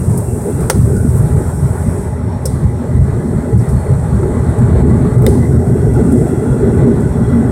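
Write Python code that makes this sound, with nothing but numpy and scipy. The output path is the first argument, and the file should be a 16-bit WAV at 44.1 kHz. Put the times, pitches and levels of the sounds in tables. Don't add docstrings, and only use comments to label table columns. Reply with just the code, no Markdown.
import sys
import numpy as np
from scipy import signal
from scipy.fft import rfft, irfft, next_fast_len
from scipy.io import wavfile
from scipy.ndimage import uniform_filter1d, minimum_filter1d, map_coordinates

SR = 44100
rng = np.random.default_rng(int(sys.argv[2]) if len(sys.argv) > 2 else 0)


def dump_mix(stems):
    frames = np.atleast_2d(stems).T
    limited = np.clip(frames, -1, 1)
    pcm = np.round(limited * 32767).astype(np.int16)
    wavfile.write(sys.argv[1], SR, pcm)


N = 331191

# time_s, rumble_db, whoosh_db
AIRFLOW_LEVELS = [(0.0, -10.5, -32.5), (0.4, -21, -34.5), (0.64, -14, -30.5), (1.0, -13, -34.5),
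                  (1.29, -9.5, -29), (1.5, -12, -31.5), (1.9, -12.5, -30.5), (2.3, -16, -32),
                  (2.57, -13.5, -32), (2.8, -17.5, -32), (3.0, -10.5, -31), (3.47, -15.5, -31),
                  (3.6, -11.5, -31), (4.13, -9.5, -29.5), (4.3, -13.5, -30), (4.85, -9.5, -27.5),
                  (5.25, -11, -29), (5.75, -12.5, -33), (6.1, -12, -31), (6.56, -12, -30.5),
                  (6.8, -11, -28), (7.1, -11.5, -30), (7.3, -7, -29), (7.51, -14, -29)]
# time_s, low_panel_db, high_panel_db
PANEL_LEVELS = [(0.0, -23.5, -24), (0.8, -25.5, -23.5), (1.08, -18.5, -22), (1.35, -28, -23.5),
                (2.0, -28, -26.5), (2.8, -24.5, -28.5), (3.3, -23, -23.5), (4.08, -29, -25.5),
                (4.3, -19, -21.5), (5.2, -14, -18), (5.9, -17.5, -19), (6.8, -12.5, -16.5),
                (7.1, -15, -21.5), (7.51, -10.5, -19.5)]
# frequency_hz, density_db (per Hz)
RUMBLE_SPECTRUM = [(10, -43), (28, -17), (48, -10), (62, 0.5), (78, 1.5), (95, -0.5), (118, 4), (140, 2.5),
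                   (165, -4), (200, -6), (260, -23.5), (400, -52)]
LOW_PANEL_SPECTRUM = [(150, -11.5), (195, -7.5), (235, -0.5), (270, -6), (300, -14.5), (400, -28)]
HIGH_PANEL_SPECTRUM = [(230, -31), (300, -12), (345, -5.5), (393, -3), (470, -10.5), (560, -25.5),
                       (730, -22), (1200, -60)]
WHOOSH_SPECTRUM = [(280, -18), (480, -4), (747, -12), (831, -7), (1060, -10.5), (1420, -14), (1960, -20),
                   (2820, -37), (3400, -33.5), (4420, -34), (7480, -120)]
# centre_hz, width_hz, lift_db
CABIN_RESONANCES = [(239, 7.3, 3), (414, 30, 1.5), (451, 5.3, 3), (598, 85, 8), (833, 48, 7)]
# multiple (no unit), level_db (against the rumble)
BLADE_HARMONICS = [(1, -11.5), (2, -18), (3, -25)]
BLADE_PASS_HZ = 83.7
# time_s, hiss_db, treble_lift_db
VENT_LEVELS = [(0.0, -37.5, 13), (0.56, -39.5, 16), (1.82, -41, 14.5), (2.02, -40.5, 12), (2.2, -52.5, 13),
               (2.9, -48, 12), (3.79, -44, 11), (4.5, -44, 8.5), (5.31, -44.5, 11.5), (5.92, -45, 13.5),
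               (6.17, -39.5, 9), (6.46, -43.5, 10.5), (7.51, -46, 11)]
# frequency_hz, density_db (per Hz)
HISS_SPECTRUM = [(1500, -13), (2600, -14), (2900, -43), (3400, -23.5), (4300, -19), (4900, -11.5),
                 (5600, -6.5), (6300, -8.5), (7200, -3), (8100, 5.5), (8900, 2.5), (10200, -8),
                 (12500, -19), (15830, -30)]
# centre_hz, width_hz, level_db, start_s, end_s
WHINE_BANDS = [(1450, 140, -46, 1.0, 1.6), (1450, 140, -48, 3.7, 5.0), (1390, 90, -42, 6.1, 7.6),
               (1490, 90, -43, 5.8, 7.3), (1140, 90, -45, 4.5, 5.0), (2700, 110, -60, 6.0, 7.1),
               (2720, 150, -61, 0.0, 0.6), (1985, 97, -49, 2.1, 7.6), (3355, 79, -61, 5.9, 7.6),
               (4380, 110, -61, 3.7, 3.98), (4300, 250, -63, 4.5, 5.1), (10250, 500, -53, 1.4, 2.0),
               (10250, 500, -60, 3.7, 5.1), (5550, 200, -63, 1.6, 2.8), (5600, 350, -62, 5.6, 7.6)]
WHINE_FADE_DB_PER_S = 24
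# peak_s, level_db (rms), t60_s, tilt_db (per octave)
TICKS = [(0.1764, -24, 0.055, 3), (3.5735, -39, .012, 12), (3.579, -33, .016, 3), (3.588, -39, 0.2, -8),
         (3.689, -37.5, 0.2, -1), (4.5845, -39, .1, -3), (5.2222, -31, .014, 14), (5.288, -30, 0.07, -3),
         (5.936, -40, 0.16, -2), (6.122, -31, .06, 1), (0.415, -36, .08, 0), (0.606, -33, 0.13, -1),
         (0.7058, -19, 0.035, 0), (0.9654, -33, .05, -8), (1.09, -34, .06, -5), (4.4919, -43, .08, 1),
         (5.182, -35, .03, -1), (6.279, -39, .09, 2), (7.005, -39, .06, -6)]
TICK_RISE_S = 0.0013
# peak_s, level_db (rms), t60_s, tilt_db (per octave), rise_s
RUSTLE = (1.174, -35, .16, 9, .04)
# frequency_hz, density_db (per Hz)
PORT_SPECTRUM = [(2500, -46), (4200, -15), (5000, 0), (6500, -0.5), (8500, 16.5), (10500, 9.5), (13000, 1),
                 (15800, -3), (16100, -10), (16860, -16)]
# start_s, rise_s, crack_db,
# crack_t60_s, port_share (exponent, no unit), body_db, thud_db, ring_db, best_driven_hz,
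# fall_off_db (at one octave), tail_db
STRIKES = [(0.6988, .0003, -3, 0.014, .6, -10, -10.5, -7, 1200, 4, -43),
           (0.7015, .001, -70, .02, 1, -70, -70, 5, 9400, 400, -70),
           (2.4545, .0014, -16, 0.06, .85, -60, -16, -5, 7000, 45, -36),
           (3.591, .001, -70, .02, 1, -70, -70, -31, 5900, 150, -70),
           (3.691, .001, -70, .02, 1, -70, -70, -33, 5800, 150, -70),
           (4.2305, .003, -70, .02, 1, -45, -26, -12, 1100, 18, -70),
           (5.2651, .0003, -1, 0.005, .35, -30, -10, -7, 2700, 22, -34)]
# frequency_hz, density_db (per Hz)
BODY_SPECTRUM = [(300, -22), (600, 6.5), (1800, 3.5), (2600, -11), (4000, -5), (6500, 0), (9000, -41)]
# frequency_hz, level_db (relative), t60_s, blur_rad (random phase step per sample)
FITTING_MODES = [(890, -1, .028, .05), (1300, 0, .022, .06), (1990, 0, .017, .07), (3020, -21, .04, .06),
                 (3690, -6, .026, .05), (4000, -11, .04, .05), (5150, -10, .075, .09), (5500, -11, .06, .1),
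                 (5700, -17, .05, .1), (6100, -17, .035, .12), (8450, -10, .04, .08), (9200, -16, .035, .1),
                 (9750, -15, .035, .1), (11300, -4, .06, .12)]
# frequency_hz, density_db (per Hz)
TAIL_SPECTRUM = [(2800, -20), (4000, -9), (5500, -9.5), (7000, -9), (8500, 2), (11000, -7), (13000, -16),
                 (15800, -20)]
THUD_HZ, THUD_T60_S, TAIL_T60_S = 518, 0.11, 0.91
LIMIT, LIMIT_S, TOP_HZ = 1.0, .008, 16860


def amp(db):
    return 10 ** (np.asarray(db) / 20)


def unit(x):
    return x / np.sqrt(np.mean(x ** 2) + 1e-20)


def along(points, hz):
    f, db = np.transpose(points)
    return amp(np.interp(np.log(hz + 1), np.log(f + 1), db, left=-120, right=-120))


def curves(rows):
    s, *columns = np.transpose(rows)
    return [np.interp(np.arange(N) / SR, s, column) for column in columns]


def wobble(rate):
    knots = rng.standard_normal(int(N * rate / SR) + 4)
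    return map_coordinates(knots, [np.arange(N) * rate / SR])


def filtered(x, response):
    m = next_fast_len(len(x) + 8192)
    return irfft(rfft(x, m) * response(np.fft.rfftfreq(m, 1 / SR)), m)[:len(x)]


def rush(response, patchy_db):
    z = signal.stft(rng.standard_normal(N + 2048), nperseg=1024)[2]
    field = uniform_filter1d(rng.standard_normal(z.shape), size=6, axis=0)
    field = uniform_filter1d(field, size=6, axis=1)
    patchy = signal.istft(z * amp(patchy_db * unit(field)), nperseg=1024)[1][:N]
    return unit(filtered(patchy, response))


def cabin(hz):
    return amp(sum(lift_db / (1 + (2 * (hz - centre) / width) ** 2)
                   for centre, width, lift_db in CABIN_RESONANCES))


def airflow():
    rumble_db, whoosh_db = curves(AIRFLOW_LEVELS)
    low_db, high_db = curves(PANEL_LEVELS)
    buffet = wobble(8)

    rumble = rush(lambda hz: along(RUMBLE_SPECTRUM, hz), patchy_db=1.8)
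    rumble *= amp(rumble_db + 1.65 * buffet + 2.57 * wobble(20))
    low_panel = rush(lambda hz: along(LOW_PANEL_SPECTRUM, hz) * cabin(hz), patchy_db=3.0)
    low_panel *= amp(low_db + 0.16 * buffet + 2.03 * wobble(15))
    high_panel = rush(lambda hz: along(HIGH_PANEL_SPECTRUM, hz) * cabin(hz), patchy_db=3.0)
    high_panel *= amp(high_db + 0.44 * buffet + 1.18 * wobble(16))
    whoosh = rush(lambda hz: along(WHOOSH_SPECTRUM, hz) * cabin(hz), patchy_db=1.6)
    whoosh *= amp(whoosh_db + .2 * buffet + 1.1 * wobble(18))
    return rumble + low_panel + high_panel + whoosh


def propellers():
    phase = 2 * np.pi * np.cumsum(BLADE_PASS_HZ + 0.754 * wobble(3)) / SR
    tone = sum(np.sqrt(2) * amp(db + 2.86 * wobble(4.5)) * np.sin(k * phase) for k, db in BLADE_HARMONICS)
    return amp(curves(AIRFLOW_LEVELS)[0]) * tone


def vent():
    hiss_db, treble_lift_db = curves(VENT_LEVELS)

    def pane(hz):
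        return 1 + 1.46 * np.exp(-(hz / 4800) ** 4) * np.exp(-2j * np.pi * hz * .00298)

    hiss = rush(lambda hz: along(HISS_SPECTRUM, hz) * pane(hz), patchy_db=1.2)
    treble = filtered(hiss, lambda hz: 1 / (1 + (11500 / (hz + 1)) ** 8))
    dull = filtered(hiss, lambda hz: 1 / (1 + (hz / 6800) ** 12))
    steady = amp(.5 * (np.mean(hiss_db) - hiss_db)) * dull
    jet = hiss - dull + steady + (amp(treble_lift_db) - 1) * treble
    return amp(hiss_db + 0.24 * wobble(12)) * jet


def whines():
    t = np.arange(N) / SR
    out = np.zeros(N)
    for centre, width, db, start, end in WHINE_BANDS:
        outside_s = np.abs(t - np.clip(t, start, end))
        level = amp(db - WHINE_FADE_DB_PER_S * outside_s + 2.4 * wobble(11))
        out += level * rush(lambda hz: 1 / (1 + (2 * (hz - centre) / width) ** 2), patchy_db=4.0)
    return out


def clicks():
    out, t = np.zeros(N + SR), np.arange(-SR // 8, SR // 2) / SR
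    puffs = [(*row, TICK_RISE_S) for row in TICKS] + [RUSTLE]
    for s, db, t60, tilt_db, rise in puffs:
        noise = unit(filtered(rng.standard_normal(len(t)),
                              lambda hz: along(PORT_SPECTRUM, hz) * amp(tilt_db * np.log2((hz + 1) / 8500))))
        decay = amp(-60 * t / t60) + amp(-16 - 60 * t / 1.0)
        shape = np.where(t < 0, np.exp(t / rise), decay)
        out[round(s * SR) - SR // 8:][:len(t)] += amp(db) * noise * shape
    return out[:N]


def struck_fittings():
    out, t = np.zeros(N + SR), np.arange(SR) / SR

    def burst(response):
        return unit(filtered(rng.standard_normal(len(t)), response))

    for (s, rise, crack_db, crack_t60, share, body_db, thud_db,
         ring_db, best_hz, fall_db, tail_db) in STRIKES:
        crack = burst(lambda hz: along(PORT_SPECTRUM, hz) ** share) * amp(crack_db - 60 * t / crack_t60)
        tail = burst(lambda hz: along(TAIL_SPECTRUM, hz)) * amp(tail_db - 60 * t / TAIL_T60_S)
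        body_decay = amp(body_db - 60 * t / 0.042) + amp(body_db - 23 - 60 * t / 0.46)
        body = burst(lambda hz: along(BODY_SPECTRUM, hz)) * body_decay
        ring = np.zeros(len(t))
        for hz, mode_db, t60, blur in FITTING_MODES:
            drive_db = ring_db + mode_db - fall_db * np.log2(hz / best_hz) ** 2
            drift = np.cumsum(blur * rng.standard_normal(len(t)))
            ring += amp(drive_db - 60 * t / t60) * np.sin(2 * np.pi * hz * t + drift)
        thud = amp(thud_db - 60 * t / THUD_T60_S) * np.sin(2 * np.pi * THUD_HZ * t)
        onset = 1 - np.exp(-t / rise)
        out[round(s * SR):][:len(t)] += (crack + tail + body + ring + thud) * onset
    return out[:N]


def scene():
    return (airflow() + propellers() + vent() + whines() + clicks() + struck_fittings())[None]


def record(dry):
    bass = filtered(dry[0], lambda hz: 1 / (1 + (hz / 700) ** 4))
    size = round(LIMIT_S * SR)
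    need = minimum_filter1d(LIMIT / np.maximum(np.abs(bass), LIMIT), size=2 * size)
    held = dry[0] * uniform_filter1d(need, size=size)
    soft = held / (1 + np.abs(held) ** 8) ** (1 / 8)
    return np.clip(filtered(soft, lambda hz: hz < TOP_HZ), -1, 1)[None]


dry = scene()
out = record(dry)
dump_mix(out)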